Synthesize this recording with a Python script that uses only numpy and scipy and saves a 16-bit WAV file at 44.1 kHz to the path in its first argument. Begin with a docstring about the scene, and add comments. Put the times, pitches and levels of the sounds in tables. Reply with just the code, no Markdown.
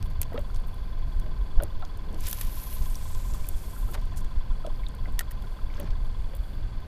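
"""Casting from a kayak

An angler in a plastic kayak on breezy open water casts a lure. Wind rumbles on the microphone as swelling low noise
and water hisses in noise bands; a small bait pump chugs in its bucket, its strokes exciting housing resonances.
Wavelets gulp on the hull as gliding sine bubbles. Reel clicks and scrapes are short noise bursts; the cast is
shaped noise: a rod swish, line hiss in the guides and a drifting rub on the spool lip."""
import sys
import numpy as np
from scipy import signal
from scipy.io import wavfile
from scipy.ndimage import uniform_filter1d

SR = 44100
rng = np.random.default_rng(int(sys.argv[2]) if len(sys.argv) > 2 else 0)


def volts(x):
    """Linear amplitude factor 10**(x/20) for a level x in dB, scalar or array-like."""
    e = np.asarray(x, float) / 20
    return 10 ** e


def store_wav(level_fs):
    """Save 16-bit WAV to argv[1]."""
    pcm = np.round(np.clip(np.atleast_2d(level_fs), -1, 1) * 32767)
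    wavfile.write(sys.argv[1], SR, pcm.T.astype(np.int16))


N = 302967  # length in samples

# The strongest wind buffets. Each row: centre in seconds, level of the slow eddies in dB, of the quick eddies in dB.
WIND_BUFFETS = [(.02, -22.5, -33), (.09, -27.5, -41), (.3, -32, -42), (.57, -20.5, -37), (.19, -39, -30),
                (.4, -25, -31.5), (1.63, -40, -31.5), (.83, -27.5, -44), (1.07, -39, -31),
                (1.18, -19.5, -35.5), (1.42, -18, -57), (1.58, -13, -42), (1.76, -20.5, -34.5),
                (2.24, -29, -33), (2.47, -24.5, -42), (2.82, -19.5, -32), (3.16, -22.5, -53),
                (3.32, -25, -31.5), (3.42, -19.5, -52), (3.56, -19.5, -51), (3.848, -19, -37.5),
                (4.0, -27, -52), (4.26, -21.5, -52), (4.38, -22, -35.5), (4.52, -18.5, -40),
                (4.74, -18, -41), (5.02, -28.5, -37.5), (5.16, -19, -43), (5.4, -27.5, -38),
                (5.65, -22, -40), (5.92, -22.5, -40), (6.02, -18.5, -43), (6.13, -28, -41),
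                (6.19, -18.5, -39), (6.39, -21, -36), (6.65, -21, -52)]
# Tone of open water and breeze. Each row: frequency in Hz, relative density in dB per Hz.
WATER_TONE = [(65, -31), (110, 3.5), (314, -11.5), (619, -11.5), (1010, -16), (1270, -23), (1590, -22.5),
              (1770, -23.5), (3410, -27), (6070, -38.5), (15000, -39)]
# Resonances of the pump housing. Each row: centre in Hz, width in Hz, relative level in dB,
# drop on every other turn in dB.
PUMP_HOUSING = [(1024, 76, 0, 3), (1560, 125, -7, 1), (2130, 110, -16, 0), (3040, 130, -18, 3),
                (3405, 210, -8, 4), (4500, 600, -8.5, 0)]
# Pump strokes within one turn. Each row: start in turns, then the drive into each housing resonance in dB.
PUMP_STROKES = [(.07, -22, -5, -6, -6, -9, -3), (.17, 0, -5, 0, 0, 0, -4), (.29, -24, -8, -10, -4, -1, -3),
                (.42, -30, -14, -12, -10, -10, -4), (.4932, -11, -10, -8, -8, -16, -2),
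                (.6, -24, 0, -3, -8, -20, -12), (.75, -26, -6, -12, -10, -12, -1)]
# The lowest housing resonance swells and fades. Each row: time in seconds, level in dB.
PUMP_HUM = [(0, -58), (2.1, -58), (2.6, -55), (3.4, -55.5), (3.56, -64), (3.75, -56), (6.2, -58.5),
            (6.4, -68), (6.87, -59.5)]
# Small bright droplets and taps. Each row: time in seconds, ring level in dB, starting pitch in Hz.
DROPLETS = [(.333, -47, 1900), (.36, -37, 1240), (.502, -47.5, 1350), (1.6023, -35.5, 1410),
            (1.8265, -37, 1324), (2.411, -47, 1870), (2.956, -36.5, 5840), (3.347, -45, 1180),
            (3.445, -48, 2320), (3.6444, -51, 2050), (3.765, -47, 1350), (3.8883, -42.5, 1290),
            (3.948, -37.5, 1460), (4.1384, -46.5, 1760), (4.6423, -44, 1255), (4.6643, -41, 3300),
            (4.836, -43, 2140), (4.8667, -38.5, 3610), (4.94, -48, 1380), (5.057, -40, 1950),
            (5.193, -28.5, 1850), (5.2076, -32.5, 1790), (5.21, -38.5, 1360), (5.702, -47, 2170),
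            (5.781, -44, 1590), (5.875, -46, 1010), (5.933, -48, 1600), (5.44, -48, 1400),
            (5.59, -47, 1280), (4.517, -49, 1350), (5.312, -48, 1810), (5.748, -53, 6200),
            (5.756, -54, 5000), (5.74, -47, 3200), (5.804, -55, 7350), (5.813, -52, 6300),
            (5.832, -56, 5660), (5.845, -60, 7000), (4.843, -52, 3300), (1.824, -47, 3500),
            (1.83, -44, 1060), (2.329, -30, 5900), (4.76, -53, 4600)]
# Air pockets trapped between wavelet and hull. Each row: time in seconds, ring level in dB, starting pitch in Hz,
# slap level at its onset in dB.
HULL_GULPS = [(.321, -36.5, 650, -60), (0.344, -27, 462, -59), (.359, -49, 640, -57), (.379, -25, 566, -32),
              (.391, -36, 560, -57), (1.263, -41, 610, -47), (1.581, -39, 675, -50), (1.603, -35, 650, -41),
              (1.61, -29.5, 574, -57), (1.626, -24.5, 578, -43), (1.824, -36, 774, -49),
              (1.832, -36, 720, -55), (2.14, -42, 330, -62), (3.905, -39.5, 344, -65),
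              (4.125, -43, 690, -60), (2.085, -48, 527, -59), (3.894, -46, 620, -65),
              (3.954, -39, 895, -36), (3.979, -46, 620, -45), (4.649, -29, 633, -53),
              (4.673, -29.5, 590, -63), (5.058, -49, 523, -63), (5.076, -46, 515, -61),
              (5.798, -35.5, 578, -47), (5.803, -42, 553, -39.5), (5.824, -41, 550, -50),
              (5.86, -51, 700, -57), (6.336, -39.5, 540, -49)]
# Wavelets breaking up along the hull. Each row: start in seconds, length in seconds, level in dB,
# highest starting pitch of the bubbles in Hz.
HULL_WASH = [(0.311, 0.12, -43, 1490), (1.196, 0.16, -50.5, 1210), (1.569, .12, -46.5, 1930),
             (1.813, 0.054, -57, 2000), (2.057, 0.17, -47, 1104), (3.326, 0.089, -55, 1790),
             (3.873, .05, -54, 1200), (3.938, 0.032, -44.5, 3500), (3.95, 0.048, -51.5, 2200),
             (5.856, 0.034, -56, 3580), (4.634, 0.093, -48.5, 1600), (5.055, 0.06, -48.5, 1500),
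             (5.681, 0.27, -56.5, 5570), (5.403, 0.1, -56, 1710), (4.102, .09, -59, 1900),
             (5.201, 0.019, -47, 1300), (5.776, 0.094, -41.5, 894), (6.302, 0.085, -63, 1210)]
# Clicks of reel, rod and line. Each row: time in seconds, onset level in dB, centre in Hz,
# body relative to the bright part in dB.
TACKLE_CLICKS = [(.027, -48, 11500, 10.5), (.2157, -17, 11800, -11), (.2204, -31, 11800, -10),
                 (.2303, -41, 12300, 9.5), (.332, -49, 12000, -12), (.343, -50, 12000, -12),
                 (.392, -43, 9800, -17), (.5457, -46, 6000, -4), (.561, -45, 3600, -6),
                 (.5995, -50, 11300, -11), (.6717, -47, 12900, -16), (.7437, -47, 11500, -21),
                 (1.1982, -46.5, 9000, 2), (1.6232, -34, 13200, -22), (1.6347, -29, 9550, -11),
                 (1.8507, -45, 4150, -3), (1.973, -45.5, 9060, -17), (2.145, -50, 7200, 3),
                 (2.2067, -35.5, 8900, -12), (2.2694, -28.5, 9670, -17), (2.3125, -24, 12300, -22),
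                 (2.329, -21, 11500, -7.5), (2.386, -39, 12800, 4.5), (2.4117, -21.5, 13600, -10.5),
                 (2.5667, -44, 12800, 1), (2.7278, -37, 12800, -0.5), (2.8577, -46.5, 8800, 5),
                 (2.9564, -36, 11700, -14), (3.148, -41, 5930, -2), (2.945, -42, 4500, -8),
                 (3.337, -38, 5500, -7), (3.025, -50, 2600, -8), (3.458, -52, 1500, -20),
                 (2.128, -49, 7600, -20), (.514, -58, 6800, -20), (2.295, -34, 7000, -15),
                 (3.467, -37, 11700, -19), (3.488, -23.5, 12100, -22), (4.015, -53, 10800, -1),
                 (4.2464, -52, 7150, 7), (4.665, -44.5, 6550, 2), (4.8852, -42, 7160, -15),
                 (4.9496, -47, 10700, -8), (5.123, -52, 9000, -10), (5.4227, -50, 12000, 0),
                 (5.77, -44, 3500, -12), (5.906, -41, 3270, -18), (5.862, -55, 3900, -10),
                 (5.874, -45, 2600, -14), (5.1924, -25, 9100, 1), (5.2092, -32, 12600, -13),
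                 (5.7994, -33, 10700, -16), (6.351, -40, 11400, -23)]
# Line and cloth dragged over the gear. Each row: time in seconds, level at the height of the stroke in dB,
# centre in Hz, body relative to the bright part in dB, length in seconds.
TACKLE_SCRAPES = [(0.047, -59, 12000, -6, 0.025), (.411, -56, 13000, -14, 0.012),
                  (0.553, -64, 10400, 7, 0.026), (2.277, -39, 11500, -13, 0.045),
                  (2.412, -42.5, 12300, 0, 0.015), (3.344, -47, 11000, -10, 0.013),
                  (3.907, -46, 12600, -20, 0.027), (3.936, -53.5, 11260, 11, 0.024),
                  (0.679, -64, 10500, -10, 0.019), (0.098, -65, 11500, -3, .035),
                  (4.054, -63, 7850, -1, 0.01), (4.163, -52.5, 6550, -9, 0.053),
                  (4.164, -53, 11500, -24, 0.056), (5.193, -31.5, 12700, -14, 0.012),
                  (5.199, -52.5, 12100, 6, 0.026), (5.31, -42, 12900, -8, 0.013),
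                  (6.364, -50, 11500, -21, 0.012)]
# Line running through the guides. Each row: time in seconds, level in dB.
LINE_HISS = [(2.17, -70), (2.27, -47), (2.45, -49), (2.6, -47.5), (2.76, -47.5), (2.88, -53.5),
             (3.1, -58.5), (3.3, -60.5), (3.55, -60.5), (3.75, -56.5), (3.92, -61), (3.955, -64)]
# Line rubbing the spool lip. Each row: time in seconds, level in dB, centre in Hz, focus from 0 (wide) to 1 (narrow).
SPOOL_LIP = [(2.72, -73, 9300, .5), (2.86, -58, 8820, .3), (3.05, -56, 8100, .45), (3.2, -55.5, 7600, .6),
             (3.32, -57, 7190, .5), (3.42, -58.5, 7800, .1), (3.6, -58, 8440, .15), (3.95, -60, 8400, 0)]

# wind: steady level of each eddy size, how much both wander, and the time constant of a buffet
SLOW_DB, QUICK_DB, WANDER_DB, BUFFET_S = -29.5, -40.5, 2, 0.021
# water: level of the hiss, flicker of all bands, extra flicker above 6 kHz, base level of the tiny bubbles
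WATER_DB, FLICKER_DB, TREBLE_FLICKER_DB, PATTER_DB = -49, 0.5, 2, -55.5
# pump: turns per second, spread of the knocks' timing drift, reference level of the higher resonances
PUMP_HZ, PUMP_DRIFT_S, RATTLE_DB = 20.69, .0007, -58
# drops: ring length in cycles; tick level against the ring, and tick length
DROP_CYCLES, DROP_TICK_DB, DROP_TICK_S = 38, 1, 0.005
# gulps: ring length in cycles, share by which churning water shakes it; gurgle level against the gulp, and span
GULP_CYCLES, GULP_ROUGH, GURGLE_DB, GURGLE_S = 19, .25, -21.5, .06
# wash: bubble density, random loudness spread, highest over lowest bubble pitch
WASH_BUBBLES_PER_S, WASH_SPREAD_DB, WASH_PITCH_RATIO = 900, 2.6, 7
# tackle: time for a click to fall 60 dB, level wander inside a scrape
CLICK_T60_S, SCRAPE_GRAIN_DB = .016, 4
# the guides sing around one broad resonance
GUIDES_CENTRE_HZ, GUIDES_WIDTH_HZ = 12100, 3500
# the rod whips through the air, then shivers on, past the end of the line hiss
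WHIP_S, WHIP_DB, WHIP_RISE_S, WHIP_FALL_S = 2.27, -41, .036, 0.019
SHIVER_DB, SHIVER_FADE_DB_PER_S, SHIVER_ENDS_S = -51, 9, 4.4


def unit(x):
    """Scaled to rms 1."""
    return x / np.sqrt(np.mean(x ** 2))


def curves(table, silent=None):
    """Each column drawn over time; silent is the value outside the rows."""
    s, *columns = np.transpose(table)
    return [np.interp(np.arange(N) / SR, s, c, silent, silent) for c in columns]


def band(x, lo_hz, hi_hz, order=2):
    """Butterworth band-pass."""
    edges_hz = [lo_hz, min(hi_hz, SR / 2.1)]
    return signal.sosfilt(signal.butter(order, edges_hz, "bandpass", fs=SR, output="sos"), x)


def ring(x, hz, width):
    """One resonance, gain 1 at the centre."""
    return signal.lfilter(*signal.iirpeak(hz, hz / width, SR), x)


def walk(rate):
    """Random levels held 1 / rate s and slewed twice; spread 1."""
    hold = int(SR / rate)
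    steps = np.repeat(rng.standard_normal(N // hold + 1), hold)
    return unit(uniform_filter1d(uniform_filter1d(steps, hold), hold)[:N])


def add(out, s, x):
    """Mix a short sound in at time s."""
    i = int(s * SR)
    out[i:i + len(x)] += x[:max(len(out) - i, 0)]


def bubble(db, hz, t60, glide):
    """A pocket of air rings, holds a moment, and rises glide octaves in pitch as it closes."""
    u = np.linspace(0, 1, int(t60 * SR))
    phase = 2 * np.pi * np.cumsum(hz * 2 ** (glide * u)) / SR
    onset = 1 - np.exp(-u * t60 * hz * 1.8)
    return volts(db - 60 * u ** 1.6) * onset * np.sin(phase)


def wind():
    """Eddies roll over the microphone port; buffets set their size, so the noise under them is kept even."""
    out, t = 0, np.arange(N) / SR
    s, *peaks_db = np.transpose(WIND_BUFFETS)
    for (lo_hz, hi_hz), steady_db, peak_db in zip([(12, 42.7), (45, 115.0)], [SLOW_DB, QUICK_DB], peaks_db):
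        power = volts(steady_db + WANDER_DB * walk(9)) ** 2
        for at, db in zip(s, peak_db):
            power = power + volts(db) ** 2 * np.exp(-((t - at) / BUFFET_S) ** 2)
        gust = np.sqrt(power)
        eddies = band(rng.standard_normal(N), lo_hz, hi_hz)
        eddies = signal.lfilter([1], [1, -np.exp(-2 * np.pi * lo_hz / SR)], eddies)
        # divide by the noise's own slow level to even it out
        size = np.sqrt(uniform_filter1d(eddies ** 2, int(3.0 * SR / lo_hz)) + 1e-18)
        out = out + gust * unit(band(eddies / size, lo_hz * 0.47, hi_hz, order=1))
    # the smallest eddies come in ragged flurries that follow the quick buffets, the last gust above
    ragged = volts(-35.5 + 2.7 * walk(18))
    flurries = unit(band(rng.standard_normal(N), 97, 236.0)) * gust ** 0.5 * ragged
    return out + flurries


def water():
    """Half-octave noise bands, each flickering on its own, with a patter of tiny bubbles."""
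    out, (hz_at, db_at) = 0, np.transpose(WATER_TONE)
    for hz in 125 * 2 ** (np.arange(15) / 2):
        flicker_db = (FLICKER_DB + TREBLE_FLICKER_DB * (hz > 6000)) * walk(12)
        # density becomes band level: a wider band holds more power
        db = np.interp(np.log(hz), np.log(hz_at), db_at) + 10 * np.log10(hz) + flicker_db
        out = out + volts(db) * unit(band(rng.standard_normal(N), hz * 2 ** -.25, hz * 2 ** 0.37))
    out = unit(out) * volts(WATER_DB)
    for when, pitch, chance in rng.random((400, 3)):
        hz = 300 * 2 ** (3.5 * pitch)
        # higher is softer, and a few are much louder
        db = PATTER_DB - 3 * np.log2(hz / 300) - 2.0 * np.log(chance)
        add(out, when * N / SR, bubble(db, hz, 14 / hz, 0.094))
    return out


def pump():
    """Each stroke is a drifting knock and a puff over a steady air leak, ringing the housing; turns alternate."""
    turns = np.arange(int(N / SR * PUMP_HZ))
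    out, strokes, hum_db = 0, [], curves(PUMP_HUM)[0]
    puff = np.sin(np.linspace(0, np.pi, int(0.0071 * SR)))
    tap = np.hanning(int(.00028 * SR)) / 3
    drift = PUMP_DRIFT_S * walk(2)
    hiss = band(rng.standard_normal(N), 1450, 8000, order=4)
    for start, *_ in PUMP_STROKES:
        knock, air = np.zeros((2, N))
        for turn, (scatter, jitter) in zip(turns, rng.standard_normal((len(turns), 2))):
            size = volts(.7 * scatter)
            at = (turn + start) / PUMP_HZ
            add(knock, at + drift[int(at * SR)] + .00003 * jitter, size * tap)
            add(air, at, size * puff)
        strokes.append(knock + .028 * (air + .04) * hiss)  # .04 is the steady leak
    weak = (np.arange(N) * PUMP_HZ / SR).astype(int) % 2 == 0
    for mode, (hz, width, db, weak_db) in enumerate(PUMP_HOUSING):
        drive = sum(volts(row[mode + 1]) * x for row, x in zip(PUMP_STROKES, strokes))
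        drive = drive * volts(-weak_db * weak)
        level_db = db + (RATTLE_DB if mode else hum_db)
        out = out + volts(level_db) * unit(ring(ring(drive, hz, width), hz, width))
    return out


def drops():
    """Each drop rings as a small rising bubble under a short noise tick."""
    out = np.zeros(N)
    for s, db, hz in DROPLETS:
        add(out, s - .001, bubble(db, hz, DROP_CYCLES / hz, 0.19))
        tick = unit(band(rng.standard_normal(int(DROP_TICK_S * SR)), hz * 0.88, hz * 1.1))
        add(out, s - .001, tick * volts(db + DROP_TICK_DB - 31 * np.linspace(0, 1, len(tick))))
    return out


def gulps():
    """A trapped pocket opens with a wet slap, rings roughly and gurgles out in six smaller bubbles."""
    out = np.zeros(N)
    for s, db, hz, slap_db in HULL_GULPS:
        gulp = bubble(db, hz, GULP_CYCLES / hz, 0.13)
        churn = unit(band(rng.standard_normal(len(gulp)), 40, 180, order=3))
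        add(out, s - .001, gulp * (1 + GULP_ROUGH * churn))
        for when, pitch in rng.uniform(0.24, 1, (6, 2)):
            small_hz = hz * 2 ** (2 * pitch - .8)
            small = bubble(db + GURGLE_DB - 12 * when, small_hz, 11 / small_hz, 0.34)
            add(out, s + when * GURGLE_S, small)
        slap = unit(band(rng.standard_normal(int(.018 * SR)), 800, 3700, order=4))
        add(out, s - .002, slap * volts(slap_db - 60 * np.linspace(0, 1, len(slap))))
    return out


def wash():
    """A breaking wavelet is low slosh and a crowd of small bubbles under one swell."""
    out = np.zeros(N)
    for s, length, db, top_hz in HULL_WASH:
        crowd = np.zeros(int(length * SR))
        for when, pitch, chance in rng.random((int(length * WASH_BUBBLES_PER_S), 3)):
            hz = top_hz * WASH_PITCH_RATIO ** -pitch
            bubble_db = -2.2 * np.log2(hz / 180) - WASH_SPREAD_DB * np.log(chance)
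            add(crowd, when * length, bubble(bubble_db, hz, 8 / hz, 0.23))
        slosh = band(rng.standard_normal(len(crowd)), 85, top_hz / 2)
        swell = np.sin(np.pi * np.linspace(0, 1, len(crowd)) ** 0.72).clip(0)
        add(out, s, volts(db) * swell * (unit(crowd) + 0.69 * unit(slosh)))
    return out


def contact(hz, body_db, shape, spike):
    """Rough contact under an envelope: bright around its centre, with a duller body under it."""
    rub = rng.standard_normal((2, len(shape)))
    rub[:, 0] += spike  # a harder first edge
    bright = unit(band(rub[0], 0.78 * hz, 1.63 * hz, order=3))
    body = unit(band(rub[1], 900, 6500, order=1))
    return shape * (bright + volts(body_db) * body)


def tackle():
    """Clicks start on a hard edge and die at once; scrapes swell and fade with a grainy, catching level."""
    out = np.zeros(N)
    # faint clicks scattered at random among the listed ones
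    faint = [(when * N / SR, -66 + 9 * size ** 2, 7000 + 6000 * pitch, -10)
             for when, size, pitch in rng.random((160, 3))]
    fall_db = 60 * np.linspace(0, 1, int(CLICK_T60_S * SR)) ** 0.86
    for s, db, hz, body_db in [*TACKLE_CLICKS, *faint]:
        add(out, s, contact(hz, body_db, volts(db - fall_db), spike=0.52))
    grain_db = SCRAPE_GRAIN_DB * walk(400)
    for s, db, hz, body_db, length in TACKLE_SCRAPES:
        u = np.linspace(0, 1, int(length * SR))
        grainy_db = db + grain_db[int(s * SR):][:len(u)]
        stroke = np.sqrt(np.sin(np.pi * u ** .7).clip(0))
        add(out, s - .002, contact(hz, body_db, volts(grainy_db) * stroke, spike=0))
    return out


def cast():
    """Line hisses and flutters in the guides and on the spool lip, and ticks on the rod; the rod swishes below."""
    guides_db = curves(LINE_HISS, silent=-120)[0]
    lip_db = curves(SPOOL_LIP, silent=-120)[0]
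    _, lip_hz, focus = curves(SPOOL_LIP)
    after = np.arange(N) / SR - WHIP_S
    whip = volts(WHIP_DB) * np.exp(-np.abs(after) / np.where(after < 0, WHIP_RISE_S, WHIP_FALL_S))
    shiver = volts(SHIVER_DB - SHIVER_FADE_DB_PER_S * after) * (after > 0) * (after < SHIVER_ENDS_S - WHIP_S)
    hiss = rng.standard_normal((3, N))
    guides = ring(hiss[0], GUIDES_CENTRE_HZ, GUIDES_WIDTH_HZ)
    guides = unit(ring(guides, GUIDES_CENTRE_HZ, GUIDES_WIDTH_HZ))
    guides = guides * volts(guides_db + 2.2 * walk(150) + 1.2 * walk(15))
    # a slow noise carried on the moving centre makes a band that drifts
    narrow, wide = (unit(band(hiss[1], 16, top_hz, order=1)) for top_hz in (480, 1900))
    lip = (focus * narrow + (1 - focus) * wide) * np.cos(2 * np.pi * np.cumsum(lip_hz) / SR)
    lip = unit(lip) * volts(lip_db + 2 * walk(110))
    # about 120 ticks a second, mixed under the air noise of the rod
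    ticks = (rng.random(N) < 120 / SR) * rng.uniform(-1, 1, N)
    swish = unit(band(hiss[2], 1200, 6000, order=1)) + .45 * unit(band(ticks, 3000, 7500))
    return guides + lip + swish * np.maximum(whip, shiver) * volts(walk(60))


def scene():
    """Everything close at hand, in the open: no room."""
    lapping = drops() + gulps() + wash()
    return (wind() + water() + pump() + lapping + tackle() + cast())[None]


def roll_off(x):
    """The treble ends steeply here."""
    return signal.sosfilt(signal.butter(12, 16530, fs=SR, output="sos"), x)


def record(dry):
    """A steep low-pass, 38 dB down from 15520 Hz up."""
    mix = signal.sosfilt(signal.cheby2(12, 38, 15520, fs=SR, output="sos"), dry)
    return roll_off(mix)


dry = scene()
out = record(dry)
store_wav(out)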